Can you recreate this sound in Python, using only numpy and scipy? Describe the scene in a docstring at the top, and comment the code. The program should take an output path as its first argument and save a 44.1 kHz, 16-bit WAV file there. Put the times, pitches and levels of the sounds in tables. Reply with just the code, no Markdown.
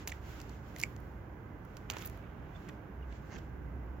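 """Small dog rolling on gritty ice

A dog in a coat rolls about and scrambles up again. Sliding friction makes the cloth hiss
and a paw scrape; grit fractures under the body, which lands with dull bumps. Close by,
tugs on the leash excite ticks and the damped modes of its plastic and its metal clip.
Behind it all lies a faint outdoor rumble with a low hum."""
import sys
import numpy as np
from scipy import signal
from scipy.fft import rfft, irfft
from scipy.io import wavfile

SR = 44100
rng = np.random.default_rng(int(sys.argv[2]) if len(sys.argv) > 2 else 0)


def to_wav(s):
    """Save 16-bit WAV."""
    ch = np.atleast_2d(s).T  # columns
    pcm = np.round(np.clip(ch, -1, 1) * 32767)  # PCM
    wavfile.write(sys.argv[1], SR, pcm.astype(np.int16))


N = 176400
TIME, FREQS = np.arange(N) / SR, np.maximum(np.arange(N // 2 + 1) * SR / N, 1)
TREBLE_HZ = 9000


# strokes of the coat: (time [s], half width [s], level [dB], treble gain [dB])
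COAT_STROKES = [(.01, 0.026, -56.5, -7), (0.129, 0.046, -60.5, 0), (0.302, 0.054, -57, 0),
                (0.389, 0.046, -58, -1.5), (0.513, 0.066, -62, -2), (0.696, 0.052, -64, 0.5),
                (0.81, 0.036, -54.5, 2), (0.887, 0.051, -66, 5), (1.03, 0.12, -72.5, 5.5),
                (1.783, 0.093, -70, 1), (2.008, .05, -53.5, 1.5), (2.134, .06, -65.5, 3.5),
                (2.563, 0.012, -66.5, -12), (2.643, 0.093, -67, 0.5), (3.146, 0.041, -63.5, -24),
                (3.344, 0.089, -65, -3), (3.386, 0.0055, -54.5, -5)]
# hiss of the sliding coat, with the microphone's notch near 9 kHz:
# (frequency [Hz], relative level [dB])
COAT_HISS = [(700, -3), (1500, 8), (2800, 5), (4000, -2), (5200, -2.5), (7200, -2.5), (8000, -13),
             (8800, -40.5), (11000, -9), (15500, -7.5)]

def coat():
    """Sliding friction: cloth on ice gives a slightly grainy hiss, brighter in some strokes."""
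    hiss = colour(white() + 0.16 * grains(), spectrum(COAT_HISS), alike=0.073)
    treble = irfft(rfft(hiss) * (FREQS > TREBLE_HZ), N)
    low_swell = swells([(s, half, db) for s, half, db, _ in COAT_STROKES])
    high_swell = swells([(s, half, db + treble_db) for s, half, db, treble_db in COAT_STROKES])
    return ((hiss - treble) * low_swell + treble * high_swell) * pan(db=-2)


# crunches: (time [s], half width [s], level [dB])
GRIT_CRUNCHES = [(1.912, .012, -48), (1.943, 0.015, -46.5), (1.9695, .002, -40), (2.025, 0.055, -55.5),
                 (2.245, 0.023, -63), (2.38, 0.39, -64.5), (2.56, 0.01, -67), (2.692, 0.0077, -51),
                 (3.03, 0.021, -67), (3.127, .002, -51), (3.366, 0.0043, -51.5)]
# sound of the grit: (frequency [Hz], relative level [dB])
GRIT_SPECTRUM = [(300, 6), (600, -1), (1100, 0.5), (2200, 0), (3200, -6), (4500, -22.5), (7000, -25.5),
                 (9000, -35)]

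def grit():
    """Brittle fracture: dense impulses merge into a dull crunch under the dog's weight."""
    crunch = colour(grains(), spectrum(GRIT_SPECTRUM), alike=0.36)
    return crunch * swells(GRIT_CRUNCHES) * pan(db=-8)


# scrapes as the dog gets up: (time [s], half width [s], level [dB])
PAW_SCRAPES = [(3.33, 0.015, -51.5), (3.356, 0.012, -52)]
# contact resonances: (frequency [Hz], gain [dB], T60 [s])
PAW_MODES = [(820, 3.5, 0.013), (1740, 1, 0.013), (2070, -4.5, 0.048), (2760, 2, 0.0044),
             (4510, -2, 0.0039), (5540, 2.5, 0.0022), (6660, 0, 0.0041)]

def paw(slip_hz=140, slip_depth=0.54):
    """Stick-slip friction: a paw's rubbing pulses unevenly and drives a few resonances."""
    wander = colour(white(), FREQS < slip_hz / 2, alike=0.88)[0]
    slip_phase = 2 * np.pi * np.cumsum(slip_hz * (1 + 0.24 * wander)) / SR
    slips = 1 + slip_depth * np.cos(slip_phase)
    rubbing = colour(white() + 0.5 * grains(), FREQS < TREBLE_HZ, alike=0.62)
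    return unit_rms(ring(rubbing * slips, PAW_MODES)) * swells(PAW_SCRAPES) * pan(db=-5)


# squeaks on the ice: (time [s], half width [s], level [dB], frequency [Hz])
ICE_SQUEAKS = [(2.245, 0.0087, -63, 2300), (2.56, .009, -64, 3490), (3.03, 0.0052, -65.5, 2840)]

def squeaks():
    """Friction-induced vibration: brief rough tones sound where the rubbing catches."""
    return sum(narrowband(hz, half_width_hz=100, alike=0.49) * swells([(s, half, db)])
               for s, half, db, hz in ICE_SQUEAKS) * pan(db=-9)


# landings of body and paws: (time [s], half width [s], level [dB])
BODY_BUMPS = [(.31, .04, -62), (.89, 0.056, -52), (2.08, .03, -51.5), (2.4, 0.042, -51), (2.7, .03, -53),
              (3.365, .02, -44.5), (3.56, 0.16, -52), (3.76, 0.14, -51.5)]
# sound of the bumps: (frequency [Hz], relative level [dB])
BODY_SPECTRUM = [(70, -1), (120, 6), (200, -0.5), (380, -3.5), (600, -18), (1200, -50), (4000, -62)]

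def body():
    """Soft impact: the dog's weight lands slowly, so the energy lies at low frequencies."""
    thud = colour(white(), spectrum(BODY_SPECTRUM), alike=0.83)
    return thud * swells(BODY_BUMPS) * pan(db=-5)


# ticks of leash and grit, with relative band levels:
# (time [s], decay [ms], middle [dB], edge [dB], sizzle [dB], pan [dB])
SHARP_TICKS = [(0.0753, 0.53, -26, -26.5, -37, -4), (0.0804, 1, -61, -44, -33.5, 19),
               (0.0786, 0.75, -35, -31, -39, 15), (.0860, .7, -40, -42, -33, -13),
               (0.0897, .6, -44, -53, -49, -2), (0.092, 2.1, -44, -54, -51, -7),
               (0.0958, .9, -35, -46, -46, -14), (0.0997, 0.63, -48, -39, -51, 7),
               (0.104, .7, -54, -46, -44, 6), (0.1192, 1.3, -47, -60, -51, -6),
               (.1230, 1.5, -38.5, -60, -60, -4), (.4020, 1.1, -43, -43, -49, -7),
               (0.4153, 1.5, -57, -44, -47, 6), (.4944, 1.4, -65, -48, -49.5, -2),
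               (0.763, 1.1, -43, -46, -44, -6), (.7858, 2.3, -56, -47, -40, 3),
               (0.7951, 0.5, -54, -43, -35, -6), (0.7998, 1.5, -46, -36, -35, -15),
               (0.803, 1.1, -43, -41, -47, 1), (0.8148, 0.91, -50, -32.5, -32, -3),
               (.8175, .8, -56, -42, -48, -1), (.8290, 4.2, -47, -43, -44, -21),
               (0.8355, 1.1, -30, -27.5, -42, 7), (.9640, 1.4, -53, -50, -56, 12),
               (1.0028, .8, -70, -66, -49.5, -10), (1.651, .8, -82, -61, -51.5, -11.5),
               (1.7690, 3.6, -50, -47, -50.5, -8), (1.9005, 0.51, -20.5, -24.5, -46, -10.5),
               (1.903, 1.5, -45, -33.5, -43, -1), (1.9104, 1.1, -43, -36, -43, -9),
               (1.9205, .7, -55, -40, -62, 4), (1.9363, 1.7, -40, -48, -49, 5),
               (1.9684, 0.58, -35.5, -38.5, -46, -4), (1.9718, 1, -47, -48, -51, 10),
               (1.9848, 0.86, -54, -39.5, -45, -11), (1.993, 1.0, -47, -47, -58, -4),
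               (2.0120, .8, -54, -44, -62, 2), (2.0180, 0.62, -56, -41, -60, -8),
               (2.0234, 1.2, -37.5, -51, -41, -11), (2.0490, 1.1, -44, -45, -54, -4),
               (2.0602, 1.2, -51, -48, -35, 17), (2.071, 1.5, -60, -48, -44, 6),
               (2.0749, 1.1, -57, -45, -35.5, -7), (2.0986, 1.1, -58, -51, -42.5, -2),
               (2.1750, .7, -50, -64, -52, -18), (2.689, 1.6, -63, -47, -53, 3),
               (2.6957, 1.9, -45.5, -69, -68, 7), (3.1258, 1.1, -47, -61, -72, -4)]
THUD_HZ, MIDDLE_HZ, EDGE_HZ, SIZZLE_HZ = (463, 1380), (1610, 3250), (4200, 7250), (10530, 15900)

def ticks(gain_db=-5.5, ear_spread=0.22):
    """Impulsive excitation: a snap crumbles away in milliseconds, spreading over four bands."""
    out, t = np.zeros((2, N)), TIME[:1024]
    bands = [signal.butter(order, edges, "band", fs=SR, output="sos")
             for order, edges in ((2, THUD_HZ), (2, MIDDLE_HZ), (4, EDGE_HZ), (3, SIZZLE_HZ))]
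    for s, decay_ms, middle_db, edge_db, sizzle_db, pan_db in SHARP_TICKS:
        noise = rng.standard_normal((3, len(t)))
        fade = np.exp(-t * 1000 / decay_ms)
        burst = (noise[0] + ear_spread * noise[1:]) * fade
        burst[:, 0] += 7.5   # the first snap
        for sos, db in zip(bands, (middle_db - 7, middle_db, edge_db, sizzle_db)):
            band = unit_rms(signal.sosfilt(sos, burst)) * np.sqrt(2 * np.mean(fade ** 2))
            add(out, s, band * from_db(db + gain_db) * pan(pan_db))
    return out


# knocks of hollow plastic: (time [s], level [dB], pitch ratio [1])
PLASTIC_KNOCKS = [(0.1187, -35.5, 0.98), (0.122, -37, 0.84), (0.7631, -41, 0.87), (0.8255, -40, 0.94),
                  (.8357, -20, 0.98)]
# modes of the plastic: (frequency [Hz], gain [dB], T60 [s])
PLASTIC_MODES = [(2110, 2.5, 0.0074), (2355, 4, 0.014), (2840, -12, 0.017), (7220, -4, 0.0044)]
# chinks of the metal clip: (time [s], level [dB], pitch ratio [1], pan [dB])
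CLIP_CHINKS = [(0.074, -28, 0.98, -4), (1.9007, -29, 1, -3), (1.9043, -35, 0.93, -11), (1.9108, -38, 1, -8),
               (2.0527, -33, 1.0, -8), (2.0562, -35, 0.91, -12), (2.0568, -32, 0.96, -9),
               (2.0611, -30, 1.0, -7)]
CLIP_MODES = [(15380, -3, .009), (14900, -2, .006), (13440, -1.5, .005)]

def leash():
    """Free vibration: struck as the leash is tugged, plastic and clip ring in their own modes."""
    knocks, chinks, blow = np.zeros(N), np.zeros((2, N)), signal.unit_impulse(2048)
    for s, db, ratio in PLASTIC_KNOCKS:
        add(knocks, s, from_db(db) * ring(blow, PLASTIC_MODES, ratio))
    for s, db, ratio, pan_db in CLIP_CHINKS:
        add(chinks, s, from_db(db) * ring(blow, CLIP_MODES, ratio) * pan(pan_db))
    return knocks * pan(db=-8) + chinks


def nearer_right(x, lag_s=33e-6):
    """Interaural delay: sound from the right reaches the left ear slightly later."""
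    left = irfft(rfft(x[0]) * np.exp(-2j * np.pi * FREQS * lag_s), N)
    return np.array([left, x[1]])


def scatter(x, gain_db=-15, t60_s=0.092):
    """Diffuse reflection: ground and surroundings return a brief tail, different at each ear."""
    t = TIME[:SR // 4]
    tail = rng.standard_normal((2, len(t))) * from_db(-60 * t / t60_s)
    tail = unit_rms(tail) / np.sqrt(len(t))   # unit energy
    return from_db(gain_db) * signal.fftconvolve(x, tail, axes=1)[:, :N]


# envelope of the hum: (time [s], level [dB])
HUM_ENVELOPE = [(0, -48.5), (.6, -53), (1.15, -50), (1.55, -62), (2.3, -52.5), (2.8, -58), (3.05, -42.5),
                (3.35, -58.5), (3.78, -40), (4.0, -48.5)]

def hum(pitch_hz=61.1, wander_hz=3.96):
    """Random modulation: a low tone wavers in frequency and amplitude."""
    wander, wobble = colour(white(), FREQS < 7, alike=0)
    phase = 2 * np.pi * np.cumsum(pitch_hz + wander_hz * wander) / SR
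    tone = np.sin(phase) * (1 + 0.26 * wobble)
    return from_db(np.interp(TIME, *np.transpose(HUM_ENVELOPE))) * unit_rms(tone)


# rumble before band limiting: (frequency [Hz], relative level [dB])
RUMBLE_SPECTRUM = [(22, -33), (41, -6), (62, -8), (97, -7), (191, -13.5), (260, -17.5), (330, -17),
                   (602, -24), (900, -24), (1240, -27.5), (1530, -31), (3500, -45)]
# likeness of the rumble at the two ears: (frequency [Hz], correlation [1])
RUMBLE_CORRELATION = [(40, 1), (130, 0.94), (260, 1), (500, 0.56), (1000, 0.21), (2000, 0.12),
                      (3500, 0.083)]
# faint steady tones: (frequency [Hz], half width [Hz], level [dB])
DRONE_BANDS = [(297.8, 4.4, -64), (1542, 130, -66), (2036, 46, -74)]
# balance of the far sounds: (frequency [Hz], pan [dB])
FAR_PAN = [(60, -2.5), (110, -2.5), (380, -5), (700, -3), (1300, -5), (2400, -12.5)]
# thin hiss: (frequency [Hz], relative level [dB])
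HISS_SPECTRUM = [(2500, 4.5), (4000, -1.5), (7000, -0.5), (8000, -17), (9000, -17), (11000, -5),
                 (14000, 1.5), (15800, 0.5)]

def outdoors(rumble_db=-47.5, hiss_db=-74):
    """Superposition: far rumble, hum and drones, stronger on the right, add to a diffuse hiss."""
    rolloff = 1 + (FREQS / 3290) ** 8 + (30.4 / FREQS) ** 4
    shape = from_db(over_hz(RUMBLE_SPECTRUM)) / rolloff
    far = from_db(rumble_db) * colour(white(), shape, over_hz(RUMBLE_CORRELATION)) + hum()
    far += sum(from_db(db) * narrowband(hz, half, alike=0.4) for hz, half, db in DRONE_BANDS)
    sides = from_db(over_hz(FAR_PAN) * [[.5], [-.5]])
    sides /= np.sqrt(np.mean(sides ** 2, axis=0))
    hiss = colour(white(), from_db(over_hz(HISS_SPECTRUM)), alike=0.035)
    return irfft(rfft(far) * sides, N) + from_db(hiss_db) * hiss


def from_db(db):
    """Decibels to amplitude ratio."""
    return 10 ** (np.asarray(db) / 20)


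def unit_rms(x):
    """Normalisation to unit power."""
    return x / np.sqrt(np.mean(x ** 2) + 1e-20)


def pan(db):
    """Interaural level difference, left minus right, at unit mean power."""
    return unit_rms(from_db([[db / 2], [-db / 2]]))


def over_hz(points):
    """Interpolation on a log-frequency axis."""
    hz, value = np.transpose(points)
    return np.interp(np.log(FREQS), np.log(hz), value)


def spectrum(points):
    """Spectral envelope, cut off an octave below its first point."""
    return from_db(over_hz(points)) * (FREQS > points[0][0] / 2)


def white():
    """Two uncorrelated white noises."""
    return rng.standard_normal((2, N))


def grains(per_s=3800, spread_db=4.5):
    """Shot noise: two streams of tiny fractures of uneven size."""
    sizes = from_db(spread_db * np.minimum(rng.exponential(1, (2, N)), 4)) * np.sign(white())
    return unit_rms(sizes * (rng.random((2, N)) < per_s / SR))


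def colour(pair, gain, alike):
    """Mid-side filtering: two noises take a spectrum and the correlation `alike`, at unit rms."""
    mid, side = rfft(pair) * gain
    alike = np.clip(alike, -1, 1)
    return unit_rms(irfft(np.sqrt(1 + alike) * mid + np.sqrt(1 - alike) * side * [[1], [-1]], N))


def narrowband(hz, half_width_hz, alike):
    """Narrow-band noise, heard as a wavering tone."""
    return colour(white(), 1 / (1 + ((FREQS - hz) / half_width_hz) ** 2), alike)


def ring(x, modes, ratio=1):
    """Modal response: damped resonators driven by x, neighbours in opposite sign."""
    out = 0
    for k, (hz, db, t60) in enumerate(modes):
        radius, angle = from_db(-60 / (t60 * SR)), 2 * np.pi * hz * ratio / SR
        feedback = [1, -2 * radius * np.cos(angle), radius ** 2]
        mode = signal.lfilter([0, np.sin(angle)], feedback, x + 1e-18)
        out = out + (-1) ** k * from_db(db) * mode
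    return out


def swells(rows):
    """Gaussian envelopes summed in power; a half width is one standard deviation."""
    bells = (from_db(db) * np.exp(-.5 * ((TIME - s) / half) ** 2) for s, half, db in rows)
    return np.sqrt(sum(bell ** 2 for bell in bells))


def add(out, s, sound):
    """Mix a short sound in at s seconds."""
    i = int(s * SR)
    out[..., i:i + sound.shape[-1]] += sound[..., :N - i]


def scene():
    """Superposition of the dog, its leash and the background."""
    sharp = nearer_right(ticks() + leash())
    return sharp + scatter(sharp) + coat() + grit() + paw() + outdoors() + body() + squeaks()


def record(dry):
    """Band limiting: an elliptic low-pass cuts the highest treble steeply."""
    return signal.sosfilt(signal.ellip(10, .2, 80, 15850, fs=SR, output="sos"), dry)


dry = scene()
out = record(dry)
to_wav(out)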